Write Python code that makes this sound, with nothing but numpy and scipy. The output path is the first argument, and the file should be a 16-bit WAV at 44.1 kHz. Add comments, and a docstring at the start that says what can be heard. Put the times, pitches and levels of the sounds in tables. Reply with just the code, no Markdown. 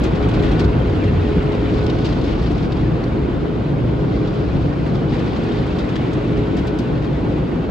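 """Front seats of a car in an automatic car wash, windows closed, a pair of microphone ports in the cabin.
From the start cloth brushes boom and drum on the body, spray rushes over the glass and machinery hums and whines.
Splats and hard drops hit the windscreen at once; soon a panel groans and knotted strip ends thump the door.
The roof boom and the spray ebb by the middle; just after 5 s the spray rushes up again, then thins out.
Blows and drops are shaped noise and short rings, panels are resonances, and the machines are wavering sines."""
import sys
import numpy as np
from scipy import signal
from scipy.fft import rfft, irfft
from scipy.io import wavfile
from scipy.ndimage import uniform_filter1d

SR = 44100
rng = np.random.default_rng(int(sys.argv[2]) if len(sys.argv) > 2 else 0)


def output_pcm(signal):
    """Save a mono or channel-first signal as 16-bit PCM at the path in sys.argv[1].

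    Samples are clipped to [-1, 1] before scaling.
    """
    pcm = np.clip(np.atleast_2d(signal).T, -1, 1) * 32767
    wavfile.write(sys.argv[1], SR, np.round(pcm).astype(np.int16))


N = 339570

# Resonances of the roof with the cabin air. Each row: centre in Hz, width in Hz, relative level in dB.
ROOF_MODES = [(47, 14, 0), (66, 18, 1)]
# Resonances of the doors. Each row: centre in Hz, width in Hz, relative level in dB.
DOOR_PANEL_MODES = [(109, 43, 1.5), (149, 61, 2.5), (183, 69, -3.5)]
# Resonances of bonnet and windows. Each row: centre in Hz, width in Hz, relative level in dB.
BONNET_WINDOW_MODES = [(243, 94, -2.5), (306.5, 85, 0), (360, 42, -5.5), (448.5, 149, -9), (521, 90, -12),
                       (680, 142, -17)]
# Colour of fine spray behind the glass. Each row: frequency in Hz, relative level in dB per Hz.
SPRAY_COLOUR = [(600, 2.5), (1200, -2.5), (1900, 1.5), (2600, -.5), (3300, -2.5), (4200, -9.5),
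                (5200, -19.5), (6300, -20), (8500, -28.5), (14000, -41)]
# Colour of drops behind the glass. Each row: frequency in Hz, relative level in dB per Hz.
DROP_COLOUR = [(1200, -28), (2600, 3.5), (3800, 3), (4800, 0.5), (6200, -11), (8300, -21.5), (11000, -39.5),
               (14500, -38.5)]
# How hard the brushes press on the car. Each row: time in seconds, pressure in dB above the usual.
BRUSH_PRESSURE = [(0, 1.5), (.47, 3.5), (1.0, 1), (2.1, 0.95), (3.3, -0.2), (4.0, 0), (5.05, 0.5),
                  (5.15, 0.3), (5.7, 0), (6.7, -0.3), (7.7, -0.5)]
# Roof boom, ebbing as the car rolls on; the pump hum follows. Each row: time in seconds, level in dB before trim.
ROOF_BOOM = [(0, -21.5), (.6, -21), (1.2, -22.5), (2.2, -24), (2.9, -22.5), (3.5, -26.5), (4.1, -26.5),
             (4.6, -27.5), (5.4, -28.5), (7.7, -27.5)]
# Water thrown at the glass, with a sudden rush as the brush swings aside.
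# Each row: time in seconds, fine spray level in dB before trim.
WATER_FLOW = [(0, -36), (.55, -36.5), (.75, -38.5), (1.55, -37.5), (2.2, -39.5), (2.9, -41), (3.6, -42.5),
              (5.08, -42.5), (5.13, -37.5), (5.4, -38.5), (5.7, -38.5), (6.4, -39.5), (7.7, -42.5)]


def undb(db):
    """Decibels to gain."""
    return 10 ** (np.asarray(db) / 20)


def unit(x):
    """Scale to rms 1."""
    return x / np.sqrt(np.mean(x ** 2))


def curves(table):
    """The columns of a timed table, one value a sample."""
    s, *columns = np.transpose(table)
    return [np.interp(np.arange(N) / SR, s, c) for c in columns]


def over_hz(table):
    """The columns of a frequency table, one value a spectral bin, read along a log-frequency axis."""
    hz, *columns = np.transpose(table)
    log_bins = np.log(np.fft.rfftfreq(N, 1 / SR) + 1)
    return [np.interp(log_bins, np.log(hz), c) for c in columns]


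def colour(points):
    """Gain of a (Hz, dB) spectrum."""
    return undb(over_hz(points)[0])


def resonances(modes):
    """Gain of a set of steep-sided resonances that are struck independently, so their powers add."""
    f = np.fft.rfftfreq(N, 1 / SR) + 1
    power = 0
    for hz, width, db in modes:
        detuning = (f * f - hz * hz) / (f * width)
        power = power + (undb(db) / (1 + detuning ** 2)) ** 2
    return np.sqrt(power)


def walk(rate):
    """Random levels held 1 / rate s and slewed twice; rms 1 or near it."""
    k = int(SR / rate)
    held = np.repeat(rng.standard_normal(N // k + 1), k)
    return unit(uniform_filter1d(uniform_filter1d(held, k), k)[:N])


def spells(table, edge_s):
    """Sum of (start, end, height) spells that each rise, hold and fall in straight lines."""
    t = np.arange(N) / SR
    return sum(height * np.clip(np.minimum(t - start, end - t) / edge_s + .5, 0, 1)
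               for start, end, height in table)


def burst(s, rise_s, t60):
    """Envelope of one blow at time s: a quick rise and an exponential decay."""
    age = np.maximum(np.arange(N) / SR - s, 0)
    return (1 - np.exp(-age / rise_s)) * np.exp(-np.log(1000) * np.minimum(age / t60, 2))


def sizes(count, scatter_db):
    """Many small blows and a few big ones; a negative scatter makes many big and a few small."""
    return undb(scatter_db * np.minimum(rng.exponential(size=count), 5))


def impacts(per_s, scatter_db, t60):
    """Random blows whose noisy rings add up and die away in the cabin; two rows, rms near 1."""
    energy = sizes(N, scatter_db) ** 2 * (rng.random(N) < per_s / SR)
    keep = np.exp(-2 * np.log(1000) / (t60 * SR))  # share of the energy left after one sample
    ringing = signal.lfilter([1 - keep], [1, -keep], energy / energy.mean(), zi=[keep])[0]
    return np.sqrt(ringing) * rng.standard_normal((2, N))


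def droplets(count, scatter_db, t60, low_hz, high_hz):
    """Each drop rings its spot of glass at a pitch of its own; two rows, as dense per Hz as noise of rms 1."""
    start, pitch, *phases = rng.random((count, 4)).T[:, :, None]
    age = np.arange(int(SR * .02))  # samples
    ring = sizes(count, scatter_db)[:, None] * np.exp(-np.log(1000) * age / (t60 * SR))
    turn = 2 * np.pi * (low_hz + pitch * (high_hz - low_hz)) * age / SR
    at = ((start * N).astype(int) + age).ravel()
    rows = []
    for phase in phases:
        drops = ring * np.sin(turn + 2 * np.pi * phase)
        rows.append(np.bincount(at, drops.ravel(), N)[:N])
    return unit(np.array(rows)) * np.sqrt(2 * (high_hz - low_hz) / SR)


def cabin_field(gain, sound):
    """Colour two unrelated rows of sound by glass or panels and mix them into what the two ports pick up."""
    # The two microphone ports, alike in the bass and less so higher up. 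Each row: frequency in Hz,
    # likeness from 0 to 1, lead of the left port in radians, left minus right in dB.
    port_pair = [(50, .99, 0, 0), (160, .95, -.1, 1.8), (230, .74, -.1, 0), (400, .68, .1, .4),
                 (600, .3, -.3, 1), (1000, .12, 0, 0), (1600, .5, 2.6, -2.5), (1700, .68, -.5, 5),
                 (2500, .68, -.6, 1), (3200, .62, -.9, 3.3), (4800, .56, -.6, 3.8), (6000, .4, .4, 2),
                 (7000, .9, 0, .3), (8400, .8, .5, 0), (9100, .95, np.pi, 0), (10700, .95, np.pi, 0),
                 (11500, .92, 0, 0)]
    likeness, lead, balance_db = over_hz(port_pair)
    likeness = np.clip(likeness, 0, 1)
    shared, apart = rfft(sound) * np.sqrt([1 + likeness, 1 - likeness])
    left = (shared + apart) * undb(balance_db / 2)
    right = (shared - apart) * undb(-balance_db / 2) * np.exp(-1j * lead)
    return irfft(np.array([left, right]) * unit(gain), N) / np.sqrt(2)


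def brushes():
    """Hundreds of cloth strips a second slap the body and ring its panels; now and then the rumble surges."""
    # Lumpy surges in the rumble of the brushes.
    # Each row: time in seconds, change of the roof boom in dB, change of the door thud in dB.
    rumble_surges = [(.88, 4, -3.5), (1.37, 3, 4), (1.77, 1, 6), (2.83, 6.5, 2.5), (2.93, 3, 0.5),
                     (3.85, 8, -4.5), (4.16, 6.5, -3), (4.57, -1, 6.5), (5.28, 2.5, 3), (6.38, 3.5, 3),
                     (6.94, 5.5, 3)]
    surge_sigma_s = 0.026
    pressure_db, = curves(BRUSH_PRESSURE)
    boom_db, = curves(ROOF_BOOM)
    # level at the usual pressure in dB, and growth in dB per dB of pressure
    door_db = -22 + 0.7 * pressure_db
    drum_db = -22 + 0.8 * pressure_db
    for s, roof_change_db, door_change_db in rumble_surges:
        swell = np.exp(-.5 * ((np.arange(N) / SR - s) / surge_sigma_s) ** 2)
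        boom_db = boom_db + roof_change_db * swell
        door_db = door_db + door_change_db * swell
    boom = impacts(per_s=290, scatter_db=1.0, t60=0.36) * undb(boom_db - 1.0)
    doors = impacts(per_s=610, scatter_db=0.2, t60=0.25) * undb(door_db)
    drum = impacts(per_s=720, scatter_db=0.2, t60=0.17) * undb(drum_db)
    return (cabin_field(resonances(ROOF_MODES), boom)
            + cabin_field(resonances(DOOR_PANEL_MODES), doors)
            + cabin_field(resonances(BONNET_WINDOW_MODES), drum))


def water():
    """Wet cloth scrubs the paint, spray spatters on the glass, and heavier drops patter through it."""
    # Colour of scrubbing cloth. Each row: frequency in Hz, relative level in dB per Hz.
    scrub_colour = [(250, -13), (550, 1.5), (800, 0), (1000, -1.5), (1250, -5), (1570, -4.5), (1700, -16),
                    (2500, -19.5), (5000, -55.5)]
    # A jet sweeps over the windscreen and adds heavy drops.
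    # Each row: start in seconds, end in seconds, lift of the drops in dB.
    jet_sweeps = [(1.75, 2.76, 7), (3.98, 5.12, 5.5), (5.2, 5.72, 4)]
    # The strips fling the water in rough sheets.
    # Each row: start in seconds, end in seconds, added unevenness in dB.
    rough_sheets = [(-.2, .7, 1.0), (1.7, 2.8, .8)]
    pressure_db, = curves(BRUSH_PRESSURE)
    spray_db, = curves(WATER_FLOW)
    # scrubbing grows with the pressure and a little with the spray above its usual -39 dB
    scrub_db = -33.5 + 0.86 * pressure_db + 0.26 * (spray_db + 39)
    drops_db = spray_db - 10.5 + spells(jet_sweeps, edge_s=0.27)
    unevenness_db = 0.5 + spells(rough_sheets, edge_s=0.18)
    gush_db = unevenness_db * unit(walk(50) + 0.4 * walk(12))

    scrub = impacts(per_s=990, scatter_db=0.0, t60=0.067) * undb(scrub_db + 1.5)

    spatter = droplets(count=9000, scatter_db=2.5, t60=0.11, low_hz=992, high_hz=5204)
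    rush = impacts(per_s=1800, scatter_db=1.3, t60=0.11)
    spray = (0.74 * rush + 0.71 * spatter) * undb(spray_db + gush_db + 1.5)

    # the more water hits the windscreen, the more of it comes as big separate drops
    coarse = np.clip((drops_db + 53.0) / 11, .15, .95)
    pings = droplets(count=4500, scatter_db=2.0, t60=0.0099, low_hz=2260, high_hz=6320)
    patter = 0.66 * pings + 0.72 * impacts(per_s=600, scatter_db=2.0, t60=0.088)
    mist = rng.standard_normal((2, N))
    drops = np.sqrt(1 - coarse) * mist + np.sqrt(coarse) * patter
    drops = drops * undb(drops_db + gush_db + .5 * walk(45))
    return (cabin_field(colour(scrub_colour), scrub)
            + cabin_field(colour(SPRAY_COLOUR), spray)
            + cabin_field(colour(DROP_COLOUR), drops))


def tone(hz, waver_hz, flutter_db, spread):
    """A machine tone of rms near 1; moving brushes shift its level and phase at each port."""
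    phase = 2 * np.pi * np.cumsum(hz + waver_hz * walk(14)) / SR
    flutter = flutter_db * walk(9)
    ports = []
    for _ in range(2):
        level = undb(flutter + 2.6 * spread * walk(6.5))
        ports.append(level * np.sin(phase + spread * walk(2.97)))
    return np.sqrt(2) * np.array(ports)


def machinery():
    """The pump hums on two harmonics, two brush motors whine and beat, and a thin whistle swells in spells."""
    # The pump's second harmonic comes and goes. Each row: time in seconds, level in dB.
    pump_drone = [(0, -34.5), (3.5, -34.5), (3.9, -24.5), (4.3, -30.5), (4.8, -39), (5.4, -28), (5.85, -36),
                  (6.3, -25.5), (6.8, -35.5), (7.3, -35.5), (7.7, -31)]
    # The brush drive wanders in pitch and strength. Each row: time in seconds, whine in Hz, level in dB.
    brush_drive = [(0, 418.5, -41), (.3, 418.3, -27.5), (.95, 418.3, -30.5), (1.2, 419.6, -26),
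                   (1.75, 418.5, -27.5), (2.05, 420, -35), (2.6, 419, -37), (3.1, 416.6, -32.5),
                   (3.7, 414, -34.5), (4.0, 419.3, -31), (4.3, 415, -27.5), (4.48, 417, -35.5),
                   (5.25, 414.5, -41), (5.5, 415.2, -32), (6.0, 418, -36), (6.3, 416.7, -28),
                   (6.68, 420.6, -31), (7.0, 418, -37), (7.7, 419, -40)]
    # The motor of the other brush, stronger while it is near.
    # Each row: time in seconds, level in dB relative to the first.
    other_motor = [(0, -3.5), (.95, -4.5), (1.2, -12.5), (3.5, -15.5), (5.0, -2.5), (7.7, -15.5)]
    # Louder spells of the whistle. Each row: start in seconds, end in seconds, lift in dB.
    whistle_spells = [(.3, .7, 15), (1.8, 2.2, 10.7), (6.42, 6.92, 13.3)]
    pump_hz = 59.2
    boom_db, = curves(ROOF_BOOM)
    drone_db, = curves(pump_drone)
    drive_hz, drive_db = curves(brush_drive)
    twin_db, = curves(other_motor)
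    hum = tone(pump_hz, waver_hz=0.47, flutter_db=-1.5, spread=.03) * undb(boom_db - 6.5)
    drone = tone(2 * pump_hz, waver_hz=0.88, flutter_db=2.5, spread=0.18) * undb(drone_db)
    first = tone(drive_hz, waver_hz=0.4, flutter_db=-0.16, spread=0.59)
    # the other motor whines 4.7 Hz lower and beats with the first
    twin = tone(drive_hz - 4.7, waver_hz=0.54, flutter_db=4.3, spread=0.3)
    whine = (first + undb(twin_db) * twin) * undb(drive_db)
    whistle_hz = 1481 + 2 * np.arange(N) / SR  # rises 2 Hz a second
    whistle = tone(whistle_hz, waver_hz=5, flutter_db=1.5, spread=0.4)
    whistle = whistle * undb(-59.5 + spells(whistle_spells, edge_s=0.042))
    return hum + drone + whine + whistle


def small_splats(count=14):
    """Lesser splats at random times, growing with the spray; rows like those of the splat table."""
    spray_db, = curves(WATER_FLOW)
    rows = []
    for when, size in rng.random((count, 2)):
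        db = spray_db[int(when * N)] - 9.5 + 2.5 * (2 * size - 1)
        rows.append((when * N / SR, db, 0.5, 0.054))
    return rows


def splats(spread=0.046):
    """Flung water bursts into droplets on the glass; the wet strip behind it adds a duller slap."""
    # Splats on the windscreen. Each row: time in seconds, level in dB before trim,
    # dull share in dB relative to the bright one before trim, envelope decay by 60 dB in seconds.
    windscreen_splats = [(0.033, -37.5, 6, 0.14), (.15, -38.5, -4, 0.079), (.226, -35.5, -2.5, 0.045),
                         (.286, -41.5, 9.5, 0.054), (.336, -36.5, -10, 0.089), (.392, -42.5, 10, .05),
                         (.422, -41, 9.5, 0.14), (.488, -43.5, 0, .06), (.511, -41, 6.5, 0.09),
                         (0.591, -32, -3, 0.11), (.641, -40, 2, .07), (.896, -37, -3.5, 0.042),
                         (1.036, -43.5, 8, 0.087), (1.517, -38, -2.5, 0.071), (1.548, -41.5, -2, 0.043),
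                         (1.738, -45, 5, .07), (1.778, -41.5, -3.5, .06), (1.863, -33, -3.5, 0.041),
                         (1.898, -32, -7, 0.036), (1.984, -38, -4, .04), (2.043, -31.5, -16, 0.17),
                         (2.088, -40, -4, 0.1), (2.125, -41, -3, 0.04), (2.213, -36.5, -9, 0.044),
                         (2.24, -38.5, -2.5, 0.07), (2.318, -42.5, 1, 0.054), (2.46, -37.5, -10.5, .045),
                         (2.578, -37.5, -10.5, 0.044), (2.626, -38.5, -5.5, 0.048),
                         (2.717, -35.5, -10, 0.07), (2.765, -40, -7.5, .05), (3.037, -39, -8.5, .05),
                         (4.271, -39.5, -12, 0.087), (4.862, -47.5, 9, 0.054), (4.945, -41, -11, .1),
                         (5.12, -44, 5.5, 0.15), (5.19, -44, 7.5, .1), (5.36, -41, 2.5, .1),
                         (5.571, -43, 6, 0.024), (5.784, -34.5, -4, 0.11), (5.889, -40, 5, 0.05),
                         (5.955, -38, 7, 0.081), (6.128, -43, -9, .07), (6.371, -45, 9, 0.095),
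                         (6.275, -45, -10, .07), (6.566, -43, 7.5, 0.17), (6.67, -39.5, 0, 0.086),
                         (6.787, -38, -13, .068), (7.043, -43.5, -1, .06)]
    bright, dull = np.zeros((2, N))
    for s, db, dull_db, t60 in windscreen_splats + small_splats():
        splash = undb(db) * burst(s, rise_s=spread * t60, t60=t60)  # a longer splat also rises more slowly
        bright += splash
        dull += splash * undb(dull_db)
    shower = undb(5.0) * impacts(per_s=2500, scatter_db=2.5, t60=0.019)
    slap = undb(6.5) * impacts(per_s=650, scatter_db=-5.0, t60=0.0091)
    return (cabin_field(colour(DROP_COLOUR), bright * shower)
            + cabin_field(colour(SPRAY_COLOUR), dull * slap))


def ticks():
    """A hard drop cracks brightly, straight at the ports, and its spot of glass rings briefly into the cabin."""
    # Hard single drops on the glass. Each row: time in seconds, ring of the glass in dB before trim and filter,
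    # pitch of that spot in Hz, bright crack in dB.
    hard_drops = [(0.035, -31, 6000, -46), (0.284, -42, 7500, -44), (.424, -50, 8000, -54),
                  (.595, -34, 5200, -50), (1.041, -50, 6000, -56), (1.427, -47, 7000, -54),
                  (1.836, -44, 7200, -48), (2.423, -45, 7500, -52), (2.517, -45, 6500, -57),
                  (4.872, -50, 6500, -57.5), (5.433, -47, 7000, -55), (5.665, -46, 7000, -52),
                  (5.954, -40, 3100, -53), (6.114, -54, 8000, -55), (6.130, -39.5, 6200, -54),
                  (6.567, -38, 6400, -53), (6.669, -42, 5517, -42), (6.786, -33.5, 4500, -43)]
    # Colour of the ringing glass. Each row: frequency in Hz, relative level in dB per Hz.
    ring_colour = [(2500, -21.5), (3700, -6.5), (4600, 11), (6000, 6.5), (7500, 1), (10500, -6.5),
                   (14500, -12.5)]
    # Colour of the bright crack. Each row: frequency in Hz, relative level in dB per Hz.
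    crack_colour = [(3000, -21.5), (6000, -0.5), (8000, 4), (10000, -15.5), (13000, -1.5), (15000, -4.5)]
    noise = rng.standard_normal((2, N))
    ring, crack = 0, 0
    for s, ring_db, hz, crack_db in hard_drops:
        band_hz = hz * 1.4 ** np.array([-1, 1])  # each spot rings this factor below and above its pitch
        spot = signal.butter(1, band_hz, "bandpass", fs=SR)
        strike = burst(s, rise_s=0.0022, t60=0.07)
        ring = ring + undb(ring_db - 1.7) * strike * signal.lfilter(*spot, noise)
        crack = crack + undb(crack_db) * burst(s, rise_s=0.002, t60=0.031)
    grit = crack * impacts(per_s=1100, scatter_db=4.0, t60=0.006)
    direct = irfft(rfft(grit) * unit(colour(crack_colour)), N)
    return cabin_field(colour(ring_colour), ring) + direct


def groans():
    """Dragging cloth keeps one narrow panel resonance ringing; its pitch slides as the contact moves."""
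    # A brush drags along a panel.
    # Each row: start in seconds, end in seconds, first pitch in Hz, last pitch in Hz, level in dB.
    panel_drags = [(0.274, 1.294, 112, 90.3, -21), (1.702, 2.25, 140.8, 137, -32),
                   (3.544, 4.298, 144, 153.3, -28.5), (5.3, 5.998, 233, 214, -33),
                   (6.523, 6.917, 196, 185.5, -26), (7.135, 7.575, 187.4, 165.5, -30)]
    width_hz = 13
    t = np.arange(N) / SR
    out = np.zeros(N)
    for start, end, first_hz, last_hz, db in panel_drags:
        phase = 2 * np.pi * np.cumsum(np.interp(t, [start, end], [first_hz, last_hz])) / SR
        ring = walk(2 * width_hz) * np.sin(phase) + walk(2 * width_hz) * np.cos(phase)
        out += undb(db) * spells([(start, end, 1)], edge_s=0.3) * ring
    return out


def thumps(rise_s=0.0011):
    """One firm blow sets the roof, door, bonnet and window resonances ringing together."""
    # The knotted end of a strip thumps a door panel. 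Each row: time in seconds, peak level in dB.
    knot_blows = [(.208, -7), (.448, -8), (0.532, -6), (.692, -13), (1.385, -12), (1.76, -11.5),
                  (3.925, -18), (4.561, -12), (5.128, -11), (6.383, -12)]
    age = np.arange(SR // 5) / SR
    ring = np.zeros(len(age))
    for hz, width, db in ROOF_MODES + DOOR_PANEL_MODES + BONNET_WINDOW_MODES:
        decay = np.exp(-np.pi * width * age)
        ring += undb(db) * np.sqrt(width) * decay * np.sin(2 * np.pi * hz * age)
    ring = ring * (1 - np.exp(-age / rise_s))
    blows = np.zeros(N)
    for s, db in knot_blows:
        blows[int(s * SR)] = undb(db)
    return signal.fftconvolve(blows, ring / np.abs(ring).max())[:N]


def scene():
    """Everything that reaches the front seats."""
    return brushes() + water() + machinery() + splats() + ticks() + groans() + thumps()


def record(dry):
    """The microphone cuts the deepest rumble, below 27 Hz, and the top, above 14.9 kHz."""
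    thinned = signal.sosfilt(signal.butter(2, 27, "highpass", fs=SR, output="sos"), dry)
    return signal.sosfilt(signal.ellip(8, .2, 70, 14900, fs=SR, output="sos"), thinned)


dry = scene()
out = record(dry)
output_pcm(out)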